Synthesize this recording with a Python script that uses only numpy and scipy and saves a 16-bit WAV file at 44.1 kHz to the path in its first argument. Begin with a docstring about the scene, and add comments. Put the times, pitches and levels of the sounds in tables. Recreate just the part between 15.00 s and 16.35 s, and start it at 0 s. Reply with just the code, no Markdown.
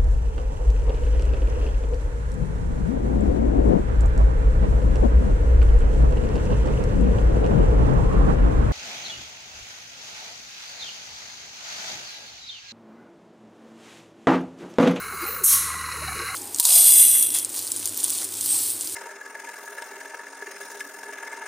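"""A bus creeps over planks and a steel ramp on a ferry deck, its diesel humming and clattering throughout.
From the start the brakes squeal thinly; soon the planks groan under a tyre and loose engine covers knock.
Long rubbing tones join in. Then the brake valve dumps its air in one short, bright hiss that rings
round the deck, and an automatic gain control ducks under it. As the echo fades, the rubbing,
groaning and knocking go on over the idling engine."""
import sys
import numpy as np
from scipy import signal
from scipy.fft import rfft, irfft
from scipy.io import wavfile

SR = 44100
rng = np.random.default_rng(int(sys.argv[2]) if len(sys.argv) > 2 else 0)


def wav_out(sig):
    """Save sig, one row per channel (or a flat mono array), as 16-bit PCM at SR to the path in sys.argv[1]."""
    wavfile.write(sys.argv[1], SR, np.round(np.clip(np.atleast_2d(sig).T, -1, 1) * 32767).astype(np.int16))


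N = 59535
T = np.arange(N) / SR
HZ = np.maximum(np.fft.rfftfreq(N, 1 / SR), 1)


def from_db(db):
    """Turn decibels into a number to multiply by."""
    return 10 ** (np.asarray(db) / 20)


def unit_power(x):
    """Scale a signal to an average power of 1."""
    return x / np.sqrt(np.mean(x ** 2) + 1e-20)


def level(rows):
    """Join (time [s], level [dB]) points into a volume curve."""
    return from_db(np.interp(T, *np.transpose(rows)))


def at_hz(points, hz):
    """Read between a table's rows, with pitch spaced in octaves."""
    pitches, values = np.transpose(points)
    return np.interp(np.log(hz), np.log(pitches), values)


def shaped_noise(spectrum, peaks=()):
    """Noise that follows a spectrum, fades beyond its ends and has narrow peaks added."""
    octaves_outside = np.abs(np.log2(HZ / np.clip(HZ, spectrum[0][0], spectrum[-1][0])))
    db = at_hz(spectrum, HZ) - 30 * octaves_outside
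    for hz, width, gain_db in peaks:
        db = db + gain_db / (1 + (2 * (HZ - hz) / width) ** 2)
    return unit_power(irfft(rfft(rng.standard_normal(N)) * from_db(db), N))


def drift(rate_hz):
    """A smooth random wobble, about 1 in size."""
    return unit_power(irfft(rfft(rng.standard_normal(N)) / (1 + (HZ / rate_hz) ** 2), N))


def rough_tone(hz, rough, width_hz):
    """A tone that wavers, as when rubbing makes something ring."""
    wobble = 1 + rough * (drift(width_hz) + 1j * drift(width_hz))
    turns = np.cumsum(hz * np.ones(N)) / SR + rng.random()
    return unit_power(np.real(wobble * np.exp(2j * np.pi * turns)))


def glide(curve, rough, width_hz):
    """A rough tone that slides through (time [s], pitch [Hz], level [dB]) points."""
    times, hz, db = np.transpose(curve)
    volume = np.interp(T, times, from_db(db), left=0, right=0)
    return volume * rough_tone(np.interp(T, times, hz), rough, width_hz)


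FIRING_HZ = 37.67   # six cylinders at idle
# the engine's low tones: (pitch [times the firing rate], relative level [dB])
HUM_TONES = [(.667, -25), (1.333, -23), (2, -2), (2.667, -15), (3, -12.5), (4, -11.5), (6, -19), (8, -19.5)]
# how loud the hum is: (time [s], level [dB])
HUM_LEVEL = [(0, -50), (.2, -49.5), (.42, -53), (.56, -48), (.75, -46), (.93, -44.5), (1.08, -39),
             (1.21, -45), (1.35, -46.5)]
# the deck's rumble: (pitch [Hz], relative level [dB])
RUMBLE_SPECTRUM = [(25, -23), (50, 1), (90, -7), (150, 3), (250, -3), (350, -0.5), (480, -1), (680, -14),
                   (1000, 0)]

def engine_hum():
    """The idling engine's low tones, each wavering a little, over the deck's rumble."""
    tones = 0
    for multiple, db in HUM_TONES:
        strength = from_db(db + 2 * drift(4.6))
        tones += strength * np.sin(2 * np.pi * (multiple * FIRING_HZ * T + rng.random()))
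    return np.sqrt(2) * level(HUM_LEVEL) * tones + from_db(-50) * shaped_noise(RUMBLE_SPECTRUM)


# how hard each cylinder fires: (relative level [dB])
CYLINDER_STRENGTHS = [4.5, -6, -1, -1, -4, -1]
# the block's clatter, the covers' thinner rattle, the airy hiss: (pitch [Hz], relative level [dB])
BLOCK_SPECTRUM = [(600, -14), (880, -12), (1090, 7), (1400, 8), (1620, 4.5), (1800, -6), (2100, -2)]
COVER_SPECTRUM = [(1650, -8.5), (1950, -1), (2220, -1), (2500, -3), (2920, -3), (3200, -28), (3620, -20),
                  (4000, 3.5), (4230, 0), (4520, -15.5), (5200, -9)]
HISS_SPECTRUM = [(3500, -18), (4300, 0.5), (5100, -8.5), (5700, -3), (6500, 6.5), (7500, 2), (8600, 2),
                 (9600, 10.5), (10400, 11), (11500, 5), (12600, 1), (14200, -8), (15800, -6)]
# how loud those three are: (time [s], level [dB])
BLOCK_LEVEL = [(0, -35.5), (.19, -36.5), (.21, -32), (.3, -36), (.42, -38.5), (.55, -38), (.72, -37),
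               (.95, -38.5), (1.14, -38.5), (1.27, -35.5), (1.35, -36)]
COVER_LEVEL = [(0, -43), (.17, -49), (.23, -38.5), (.3, -41), (.43, -46), (.6, -39), (.8, -41.5), (1, -40),
               (1.09, -40), (1.15, -40.5), (1.2, -33), (1.26, -37.5), (1.35, -40)]
HISS_LEVEL = [(0, -41), (.14, -41), (.22, -38.5), (.42, -41), (.85, -39.5), (1.1, -36.5), (1.35, -37.5)]
# where the block rings most: (pitch [Hz], width [Hz], boost [dB])
BLOCK_PEAKS = [(1110.4, 37, 9), (1298, 46, 3), (1402, 38, 4.5)]
# rattle tones that shift as the bus rolls past, a list each: (time [s], pitch [Hz], level [dB])
RATTLE_TONES = [
    [(0, 2145, -40), (.14, 2200, -50), (.24, 2190, -40), (.31, 2200, -57), (.86, 2148, -52)],
    [(.55, 1983, -47), (.88, 1950, -40.5), (1.01, 1880, -48.5), (1.09, 1787, -40), (1.15, 1650, -60),
     (1.2, 1590, -40), (1.3, 1560, -53)],
    [(1.03, 2154, -53), (1.1, 2280, -41), (1.21, 2204, -50), (1.29, 2037, -42), (1.35, 2095, -43)],
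]

def engine_clatter():
    """Each firing shakes the engine block and its covers; an airy hiss throbs along."""
    first_s, decay_s, steady_part = .014, .0016, 2.4
    firings = (T - first_s) * FIRING_HZ
    cylinder = np.floor(firings).astype(int) % len(CYLINDER_STRENGTHS)
    age = (firings % 1) / FIRING_HZ
    pulses = unit_power(steady_part + from_db(CYLINDER_STRENGTHS)[cylinder] * np.exp(-age / decay_s))
    block = level(BLOCK_LEVEL) * from_db(.48 * drift(62)) * shaped_noise(BLOCK_SPECTRUM, BLOCK_PEAKS)
    covers = level(COVER_LEVEL) * from_db(2.33 * drift(67)) * shaped_noise(COVER_SPECTRUM)
    rings = sum(glide(curve, rough=2, width_hz=59) for curve in RATTLE_TONES)
    hiss = level(HISS_LEVEL) * (.3 + .7 * pulses) * shaped_noise(HISS_SPECTRUM)
    return pulses * (block + covers + rings) + hiss


# the brake's high tones: (pitch [Hz])
SQUEAL_PITCHES = [13360, 13560, 13900, 14710, 14910]
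# how loud they are, a list each: (time [s], level [dB])
SQUEAL_LEVELS = [
    [(.255, -52), (.272, -30.5), (.295, -32), (.311, -34), (.322, -38), (.385, -43), (.43, -52)],
    [(0, -51), (.05, -46), (.1, -67), (.26, -61), (.32, -38), (.42, -56)],
    [(.19, -52), (.215, -41), (.31, -58), (.355, -42), (.38, -60)],
    [(0, -50), (.07, -53), (.15, -44), (.25, -42), (.29, -39), (.36, -34), (.44, -46)],
    [(0, -44), (.06, -60), (.22, -55), (.31, -50), (.43, -56)],
]
# a faint squeak of the linings that drops at its end: (time [s], pitch [Hz], level [dB])
LINING_SQUEAK = [(.135, 4740, -66), (.155, 4750, -50.5), (.205, 4780, -63), (.235, 4750, -45),
                 (.25, 4660, -61)]

def brake_squeal():
    """The linings rub and set the brake singing, thin and unsteady."""
    out = np.zeros(N)
    for hz, curve in zip(SQUEAL_PITCHES, SQUEAL_LEVELS):
        sounding = (T >= curve[0][0]) * (T <= curve[-1][0])
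        flutter = from_db(1.5 * drift(40))
        out += sounding * level(curve) * flutter * rough_tone(hz, rough=.6, width_hz=99)
    return out + glide(LINING_SQUEAK, rough=.3, width_hz=99)


# groans and knocks of planks and ramp: (middle time [s], length [s], pitch [Hz], level [dB])
PLANK_GROANS = [(.07, 0.053, 438, -46), (.136, 0.044, 365, -43), (0.13, 0.036, 774, -49),
                (0.24, 0.045, 348.2, -35.5), (.245, .04, 496, -47.5), (0.264, 0.059, 819, -45.5),
                (.75, 0.023, 777, -48), (0.946, .022, 537, -48.5), (.988, 0.035, 440, -47),
                (1.023, 0.02, 620, -45), (1.044, 0.018, 346, -43), (1.081, 0.022, 771, -38),
                (1.119, 0.03, 785, -39.5), (1.166, 0.036, 447, -38), (1.198, 0.056, 355, -44),
                (1.211, .025, 840, -46), (1.228, 0.069, 465, -42), (1.313, 0.043, 774, -45.5)]

def planks():
    """Each shift of the bus's weight makes a rough, hollow tone swell and fade."""
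    out = np.zeros(N)
    for middle, length, hz, db in PLANK_GROANS:
        swell = np.exp(-(2 * (T - middle) / length) ** 2)
        out += from_db(db) * swell * rough_tone(hz, rough=1.1, width_hz=58)
    return out


# hard knocks of the loose engine covers: (time [s], peak level [dB], main pitch [Hz])
COVER_KNOCKS = [(0.1229, -24, 1370), (0.2042, -23, 1250), (0.2355, -29, 1150), (.251, -25, 2000),
                (0.3624, -22.5, 1290), (0.7009, -23.5, 1161), (0.7388, -23.5, 1330), (0.8107, -28.5, 1080),
                (.838, -24, 1350), (0.864, -27.5, 1410), (0.8877, -27, 1390), (0.959, -29, 1020),
                (1.0377, -24.5, 1350), (1.0789, -25.5, 1800), (1.091, -25, 1300), (1.1202, -28, 1300),
                (1.1898, -24.5, 1630), (1.198, -24, 1600), (1.302, -25.5, 2050), (1.343, -24.5, 1265)]
# the tones the covers ring with: (pitch [Hz], relative level [dB])
COVER_TONES = [(1105, -4.5), (1270, 2), (1400, -2), (1590, -4.5), (1930, -6.5), (2170, -0.5), (4080, 2)]

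def cover_knocks():
    """Each knock rings the covers briefly, favouring the tones near its main pitch."""
    attack_s, ring_s, db_per_octave, scatter_db = .0019, .035, 11, 3
    out = np.zeros(N)
    hz, tone_db = np.transpose(COVER_TONES)
    age = T[:SR // 10]
    for time, db, main_hz in COVER_KNOCKS:
        octaves_away = np.abs(np.log2(hz / main_hz))
        strengths = from_db(tone_db - db_per_octave * octaves_away + rng.normal(0, scatter_db, len(hz)))
        ring = strengths @ np.sin(2 * np.pi * (np.outer(hz, age) + rng.random((len(hz), 1))))
        ring *= from_db(-60 * age / ring_s) * np.clip(age / attack_s, 0, 1)
        start = int(time * SR)
        out[start:start + len(age)] += (from_db(db) * ring / np.abs(ring).max())[:N - start]
    return out


# long rubs as the bus creeps on, a list each: (time [s], pitch [Hz], relative level [dB])
RUB_TONES = [
    [(.26, 401.7, -47), (.3, 455.4, -40), (.355, 500, -43), (.385, 479.6, -50), (.405, 446, -43),
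     (.432, 374, -42), (.445, 355, -62)],
    [(.48, 1110, -57), (.54, 1115, -37), (.6, 1092, -66)],
    [(.66, 1040, -52), (.69, 1030, -36), (.77, 1060, -41), (.82, 1053, -38), (.86, 1040, -48),
     (.895, 1005, -40), (.93, 979, -68), (.965, 952, -42), (1.05, 975, -47)],
]

def rubbing():
    """Friction draws out tones that slide in pitch and ring on round the deck."""
    tones = sum(glide(curve, rough=1.15, width_hz=50) for curve in RUB_TONES)
    return from_db(-1) * (tones + from_db(-7.5) * deck_echo(tones))


# how long the deck echoes: (pitch [Hz], time to fade by 60 dB [s])
ECHO_TIMES = [(2500, 1), (6000, 0.94), (10000, 0.72), (15000, 0.42)]

def deck_echo(x):
    """Sound bounces between steel walls into a blur; the highs die first."""
    edges_hz = np.geomspace(1000, 16000, 9)
    noise_spectrum = rfft(rng.standard_normal(N))
    tail = np.zeros(N)
    for low, high in zip(edges_hz, edges_hz[1:]):
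        band = irfft(noise_spectrum * ((HZ >= low) & (HZ < high)), N)
        tail += band * from_db(-60 * T / at_hz(ECHO_TIMES, np.sqrt(low * high)))
    tail *= np.clip(T / .0045, 0, 1)   # quick fade-in
    return signal.fftconvolve(x, tail / np.linalg.norm(tail))[:N]


# the air jet's bright top and lower body: (pitch [Hz], relative level [dB])
TOP_SPECTRUM = [(2940, -26), (5150, -24), (5600, -3), (6140, -9.5), (6230, -2.5), (7090, -5.5),
                (7880, -5.5), (8550, 2), (10100, 1.5), (10900, 3), (13200, 0.5), (15700, -18)]
BODY_SPECTRUM = [(1500, 1.5), (2500, -3), (3300, 0), (4000, 5), (4600, 2), (5400, 3.5)]
# where the air outlet rings: (pitch [Hz], width [Hz], boost [dB])
OUTLET_PEAKS = [(6370, 290, 4), (8400, 120, 1.5), (10650, 110, 2)]

def air_brake():
    """The valve snaps open; the jet sags with the pressure, then runs out. Its body builds slower."""
    open_s, top_rise_s, body_rise_s, hold_s = .433, .011, .089, .11
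    sag_db_per_s, close_db_per_s = 66, 235
    age = T - open_s
    fall_db = sag_db_per_s * np.clip(age, 0, hold_s) + close_db_per_s * np.maximum(age - hold_s, 0)
    top = np.clip(age / top_rise_s, 0, 1) ** 2 * shaped_noise(TOP_SPECTRUM, OUTLET_PEAKS)
    body = from_db(-15) * np.clip(age / body_rise_s, 0, 1) * shaped_noise(BODY_SPECTRUM)
    return from_db(-9.5 - fall_db) * (top + body)


def scene():
    """Add up all the sounds, the same on the left and right."""
    jet = air_brake()
    mono = engine_hum() + engine_clatter() + cover_knocks() + brake_squeal() + planks() + rubbing()
    mono += jet + from_db(-7) * deck_echo(jet)
    return np.array([mono, mono])


def record(dry):
    """A fast gain control turns loud sound down, then recovers; the very highest pitches are cut."""
    limit_db, sense_s, recover_db_per_s, cutoff_hz = -13, .00063, 122, 15800
    smoothing = np.exp(-1 / (sense_s * SR))
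    power = signal.lfilter([1 - smoothing], [1, -smoothing], dry[0] ** 2)
    over_db = np.maximum(10 * np.log10(power + 1e-12) - limit_db, 0)
    duck_db = np.maximum.accumulate(over_db + recover_db_per_s * T) - recover_db_per_s * T
    return irfft(rfft(dry * from_db(-duck_db)) * (HZ < cutoff_hz), N)


dry = scene()
out = record(dry)
wav_out(out)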